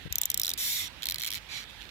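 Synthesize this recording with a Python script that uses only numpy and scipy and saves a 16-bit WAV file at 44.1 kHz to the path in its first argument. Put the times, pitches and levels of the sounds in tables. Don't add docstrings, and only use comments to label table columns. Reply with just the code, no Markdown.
import sys
import numpy as np
from scipy import signal
from scipy.fft import rfft, irfft
from scipy.io import wavfile
from scipy.ndimage import uniform_filter1d

SR = 44100
rng = np.random.default_rng(int(sys.argv[2]) if len(sys.argv) > 2 else 0)


def to_wav(sig):
    pcm = np.clip(np.atleast_2d(sig), -1, 1) * 32767
    pcm = np.round(pcm).astype(np.int16)
    wavfile.write(sys.argv[1], SR, pcm.T)


N = 83790

# (time [s], level [dB], ridge rate [Hz], treble [dB], roughness [0-1])
SLOW_SLIPS = [(0.126, -18, 6800, -16.5, 0.13), (0.1568, -15.5, 6900, -9, 0.2),
              (0.184, -15, 6300, -5.5, 0.13), (0.2156, -11.5, 7500, 0, 0.27),
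              (0.2347, -18.5, 3400, -12, 0.47), (0.256, -13.5, 7150, -1.5, 0.13),
              (0.302, -12, 7000, 6.5, 0.52), (0.316, -23, 3370, -8, 0.5), (0.344, -14, 7440, -5, 0.2),
              (0.376, -15, 8000, -5.5, 0.1), (0.3982, -13.5, 5660, 2, 0.6), (0.4167, -17, 5180, -7, 0.18),
              (0.4347, -15.5, 5300, -5, 0.16), (0.4479, -20, 3800, -15, 0.04),
              (0.4564, -20.5, 4480, -7, 0.13), (0.4676, -19, 5400, -5, 0.3),
              (0.4799, -19.5, 4160, -16, 0.27), (0.4928, -14.5, 5600, -1, 0.25),
              (0.5033, -20, 3400, -8, 0.36), (0.5151, -24, 3840, -17, 0.1), (0.537, -18.5, 5030, -7.5, 0.4),
              (1.0228, -29, 3350, -20, 0.56), (1.032, -22, 3350, -20, 0.25), (1.0403, -28, 3700, -18, 0.5),
              (1.057, -19.5, 3440, -3.5, 0.8), (1.0692, -22, 4220, -13, 0.23),
              (1.0876, -17, 4060, -9.5, 0.5), (1.0991, -20, 4400, -2, 0.3), (1.11, -20, 4440, -8, 0.17),
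              (1.122, -20.5, 3650, -10, 0.45), (1.1447, -20, 4570, -7, 0.25), (1.1591, -25, 4000, -15, 0.6),
              (1.1841, -24.5, 3150, -17, 0.56), (1.198, -26.5, 4070, -7, 0.06),
              (1.203, -27, 5760, -11, 0.2), (1.2095, -24.5, 3120, -27, 0.6), (1.2192, -24, 3390, -4, 0.4),
              (1.226, -25, 4180, -17, 0.5), (1.2355, -20.5, 4200, -17, 0.86),
              (1.2467, -21.5, 3220, -4, 0.77), (1.2524, -24.5, 3900, -17, 0.6),
              (1.2638, -21.6, 4240, -13, 0.45), (1.2715, -22.5, 4350, -2, 0.37),
              (1.2764, -21, 4200, -10, 0.75), (1.282, -26, 3640, -13, 0.9), (1.288, -28.5, 5570, -25, 0.8),
              (1.305, -22.5, 3490, -8, 1), (1.317, -24, 4330, -9, 0.45), (1.3265, -24.5, 3200, -18, 0.7),
              (1.3357, -23.5, 3060, -7, 0.4), (1.344, -25, 3540, -16, 0.5), (1.351, -24.5, 5730, -4, 0.2),
              (1.355, -25.5, 2350, -19, 0.12), (1.3629, -28.5, 2290, -17, 0.05),
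              (1.368, -32, 2240, -26, 0.6), (1.373, -29.5, 2340, -15, 0.16), (1.379, -31, 3060, -27, 0.6),
              (1.3585, -29, 2400, -18, 0.4), (1.384, -37, 2400, -26, 0.5), (1.6974, -39.5, 3220, -33, 0.5),
              (1.703, -44, 3300, -22, 0.8), (1.7088, -38.5, 2100, -31, 0.55), (1.8082, -36, 2500, -40, 0.6),
              (1.8152, -36, 2300, -42, 0.57), (1.8203, -35, 2280, -32, 0.5), (1.8288, -39, 2330, -37, 0.37),
              (1.839, -41, 2410, -31, 0.8), (1.8435, -43, 4100, -23, 0.5), (1.854, -36.5, 2150, -42, 0),
              (1.8922, -36, 2900, -42, 0.65)]
# (centre [Hz], width [Hz], gain [dB])
SLOW_POSTURES = [
    [(2050, 1320, -8), (3650, 350, 3), (4550, 280, -6), (6960, 410, -2.5), (10670, 620, -3.5),
     (13800, 630, 3), (16200, 600, 4)],
    [(1950, 250, -2), (2780, 69, -4), (3250, 200, 2), (4270, 230, 6), (6750, 1500, -2.5), (11100, 400, 3),
     (13400, 800, 2), (16000, 700, 6)],
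]
def slow_strokes(slip_s=0.0015, gain_db=-1.36, second_stroke_s=1.0):
    strokes = np.zeros((2, 2, N))
    for time_s, level_db, ridge_hz, treble_db, roughness in SLOW_SLIPS:
        gain = amp(level_db + gain_db) * np.sqrt(SR * slip_s / 2)
        chirp = slip(slip_s, ridge_hz, treble_db, roughness, random_contact())
        add_slip(strokes[int(time_s > second_stroke_s)], time_s, gain * chirp)
    return sum(shell(stroke, posture) for stroke, posture in zip(strokes, SLOW_POSTURES))


# (time [s], slip rate [Hz])
FAST_RATES = [
    [(.577, 220), (.586, 376), (.61, 387), (.635, 450), (.70, 448), (.745, 478), (.80, 432), (.84, 357),
     (.88, 198)],
    [(1.487, 1170), (1.53, 1300), (1.543, 770), (1.556, 550), (1.58, 470), (1.60, 310), (1.62, 215),
     (1.64, 120)],
]
# (time [s], level [dB], treble [dB], ridge rate [Hz])
FAST_PRESSURES = [
    [(.577, -37.5, -10.5, 5460), (.61, -33.5, -8, 5500), (.71, -33, -8.5, 4500), (.81, -36, -12.5, 3700),
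     (.88, -46, -26, 3434)],
    [(1.487, -53.5, -22, 2400), (1.52, -43, -22, 3870), (1.572, -42, -15, 4140), (1.64, -52, -15, 3300)],
]
# (gain [dB], treble offset [dB], roughness [0-1])
FAST_GRAINS = [(3.2, 7, 0.72), (3.2, -12.5, 0.81)]
# (centre [Hz], width [Hz], gain [dB])
FAST_POSTURES = [
    [(2030, 100, 4), (3480, 50, 5), (3610, 45, 5), (3820, 45, 6), (4450, 50, 5), (4980, 140, -4),
     (5450, 60, 4), (6020, 60, 5), (6500, 130, -6), (7080, 50, 4)],
    [(1500, 130, -4), (2350, 130, 5), (2720, 81, -2), (3130, 90, 4), (3700, 110, -7), (4120, 200, 6),
     (4620, 130, 6), (5050, 200, -4)],
]
def fast_stroke(rates, pressure, grain, posture, slip_s=0.00119, memory=0.62, spacing_jitter=0.018):
    out = np.zeros((2, N))
    rate_times_s, rates_hz = np.transpose(rates)
    pressure_times_s, *curves = np.transpose(pressure)
    gain_db, treble_offset_db, roughness = grain
    time_s, contact = rate_times_s[0], random_contact()
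    while time_s < rate_times_s[-1]:
        slip_hz = np.interp(time_s, rate_times_s, rates_hz)
        level_db, treble_db, ridge_hz = (np.interp(time_s, pressure_times_s, curve) for curve in curves)
        contact = memory * contact + np.sqrt(1 - memory ** 2) * random_contact()
        chirp = slip(slip_s, ridge_hz, treble_db + treble_offset_db, roughness, contact)
        add_slip(out, time_s, amp(level_db + gain_db) * np.sqrt(SR / slip_hz) * chirp)
        time_s += np.exp(spacing_jitter * rng.standard_normal()) / slip_hz
    return shell(out, posture)


def random_contact(ridges=20, size=2048):
    return rng.standard_normal((2, ridges + size))


def slip(length_s, ridge_hz, treble_db, roughness, contact, ridges=20, size=2048):
    jitter, speed_up, flattening = 0.28, 0.064, 0.53
    shelf_hz, body_cutoff_hz = 7600, 1390
    hz = np.fft.rfftfreq(size, 1 / SR)
    timing_noise, force_noise = contact[:, :ridges]
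    ridge_s = (np.arange(ridges) + 0.5) / ridge_hz
    progress = np.minimum(ridge_s / length_s, 1)
    struck = progress < 1
    force = np.sin(np.pi * progress ** 0.76) ** 2 * np.exp(0.85 * roughness * force_noise)
    tick_s = (ridge_s + jitter * roughness * timing_noise / ridge_hz) * (1 + speed_up * (1 - progress))
    ticks = force[struck] @ np.exp(-2j * np.pi * np.outer(abs(tick_s[struck]), hz))
    spectrum = ticks * (1 + scatter(contact[:, ridges:]))
    smooth_power = uniform_filter1d(abs(spectrum) ** 2, size=41, axis=1) + 1e-3
    shelf = amp(treble_db / (1 + (shelf_hz / (hz + 1)) ** 2.08))
    chirp = irfft(spectrum * shelf / smooth_power ** (flattening / 2))
    chirp = np.roll(chirp, size // 64, axis=1) * np.linspace(1, 0, size)
    chirp = signal.sosfilt(signal.butter(2, body_cutoff_hz, "high", fs=SR, output="sos"), chirp)
    return chirp / np.sqrt((chirp ** 2).sum() / 2 + 1e-20)


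def scatter(noise, near_decay_s=0.0017, near_db=-0.5, far_decay_s=0.029, far_db=-26):
    t = np.arange(noise.shape[1]) / SR
    near = amp(near_db) * unit_rms(np.exp(-t / near_decay_s))
    far = amp(far_db) * unit_rms(np.exp(-t / far_decay_s))
    return rfft(noise * (near + far) / np.sqrt(len(t)))


# (frequency [Hz], relative left [dB], relative right [dB])
SHELL_RESPONSE = [(300, -41, -55), (990, -24.5, -20), (1606, -28, -14), (2124, -30, -1.5),
                  (2420, -22, -4.5), (2790, -23, -8.5), (3210, -19, -3), (3670, -18, 0), (4155, -17, -2.5),
                  (4720, -6, -9.5), (4950, -12, -3.5), (5050, -9, -11.5), (5690, -2.5, -2),
                  (6200, -13.5, -9), (7230, -9.5, -0.5), (7900, -8.5, -6), (8400, -10, -16.5),
                  (9150, -22, -17.5), (9670, -9, -10), (10440, -7.5, -10), (11370, -3, -12),
                  (11580, -6, -22), (11800, -7.5, -13), (12340, -11.5, -9.5), (13040, 1, -6.5),
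                  (13980, -4, -10.5), (14500, -12, -18), (15100, -11, -0.5), (15700, -23, -19),
                  (16500, -26, -24)]
def shell(x, posture, echo_s=0.0026, echo_db=-20.5, size=2048):
    hz = abs(np.fft.fftfreq(size, 1 / SR))
    posture_db = sum(db * np.exp(-((hz - centre_hz) / width_hz) ** 2)
                     for centre_hz, width_hz, db in posture)
    gain = amp([spectrum_at(SHELL_RESPONSE, hz, column) + posture_db for column in (1, 2)])
    minimum_phase = np.exp(np.conj(signal.hilbert(np.log(gain))))
    ring = np.fft.ifft(minimum_phase).real[:, :size // 2]
    ring = ring + amp(echo_db) * np.roll(ring, round(echo_s * SR), axis=1)
    ring /= np.sqrt((ring ** 2).sum() / 2)
    return signal.oaconvolve(x, ring, axes=1)[:, :N]


# (time [s], level [dB], frequency [Hz], decay [s])
PHONE_BUMPS = [(.043, -46.5, 170, .004), (0.054, -28, 125, 0.0034), (0.0609, -25, 121, 0.0016),
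               (.0615, -38, 460, 0.0023), (0.0728, -31.5, 101, 0.0033), (0.0742, -41.5, 352, 0.0026),
               (.106, -28, 61.6, 0.0078), (0.164, -38, 88, 0.0055)]
def handling(rise_cycles=0.098, right_db=-34):
    out, t = np.zeros(N), np.arange(SR // 10) / SR
    for time_s, level_db, hz, decay_s in PHONE_BUMPS:
        envelope = (1 - np.exp(-t * hz / rise_cycles)) * np.exp(-t / decay_s)
        add(out, time_s, 2 * amp(level_db) * envelope * np.sin(2 * np.pi * hz * t))
    return out * amp([[0], [right_db]])


# (frequency [Hz], relative density [dB])
AIR_SPECTRUM = [(15, -28), (25, 3.5), (102, -2.5), (263, -10), (659, -16), (840, -12), (1040, -14),
                (1190, -13.5), (1650, -10), (2110, -10.5), (2990, -9), (3520, -9), (4610, -16.5),
                (6210, -23), (9070, -29.5), (14400, -28), (16000, -38)]
# (frequency [Hz], left minus right [dB])
AIR_BALANCE = [(60, -9.5), (120, -7.5), (240, -13.5), (480, -5), (950, -7), (1890, -17.5), (3770, -11.5),
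               (7520, -1.5), (15000, 1)]
# (frequency [Hz], correlation [-1 to 1])
AIR_CORRELATION = [(60, 0.66), (240, 0.72), (950, 0.44), (3770, -0.099), (15000, -0.043)]
def night_air(level_db=-49.5, drift_db=2, size=1024):
    hop, hz = size // 4, np.fft.rfftfreq(size, 1 / SR)
    left_re, left_im, other_re, other_im, drift = rng.standard_normal((N // hop + 5, len(hz), 5)).T
    drift = uniform_filter1d(drift, size=10, axis=0)
    drift = unit_rms(uniform_filter1d(drift, size=12, axis=1))
    correlation = spectrum_at(AIR_CORRELATION, hz)[:, None]
    left = left_re + 1j * left_im
    right = correlation * left + np.sqrt(1 - correlation ** 2) * (other_re + 1j * other_im)
    balance_db = spectrum_at(AIR_BALANCE, hz)[:, None]
    pan = amp([balance_db / 2, -balance_db / 2])
    gain = pan / pan.mean(0) * amp(spectrum_at(AIR_SPECTRUM, hz)[:, None] + drift_db * drift)
    air = signal.istft(gain * np.array([left, right]), nperseg=size, noverlap=size - hop)[1][:, :N]
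    return amp(level_db) * air / air.mean(0).std()


def background(hum_hz=52, hum_db=-60.5, dip_at_s=0.089, dip_width_s=0.008, dip_db=-10):
    t = np.arange(N) / SR
    hum = amp(hum_db) * np.sqrt(2) * np.sin(2 * np.pi * hum_hz * t)
    dip = amp(dip_db * np.exp(-((t - dip_at_s) / dip_width_s) ** 2))
    return dip * (night_air() + hum)


def amp(db):
    return 10 ** (np.asarray(db) / 20)


def unit_rms(x):
    return x / np.sqrt(np.mean(x ** 2) + 1e-20)


def spectrum_at(points, hz, column=1):
    table = np.array(points, float)
    return np.interp(np.log(hz + 1), np.log(table[:, 0] + 1), table[:, column])


def add(mix, time_s, sound):
    part = mix[max(round(time_s * SR), 0):][:len(sound)]
    part += sound[:len(part)]


def add_slip(mix, peak_s, chirp, left_lead_s=0.0017, right_lead_s=0.0014):
    add(mix[0], peak_s - left_lead_s, chirp[0])
    add(mix[1], peak_s - right_lead_s, chirp[1])


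def scene():
    fast = zip(FAST_RATES, FAST_PRESSURES, FAST_GRAINS, FAST_POSTURES)
    return background() + handling() + slow_strokes() + sum(fast_stroke(*stroke) for stroke in fast)


def record(dry, low_cut_hz=47.7, band_limit_hz=16400):
    dry = signal.sosfilt(signal.butter(4, low_cut_hz, "high", fs=SR, output="sos"), dry)
    lowpass = signal.firwin(255, band_limit_hz, window=("kaiser", 8), fs=SR)
    return signal.oaconvolve(dry, lowpass[None], "same")


dry = scene()
out = record(dry)
to_wav(out)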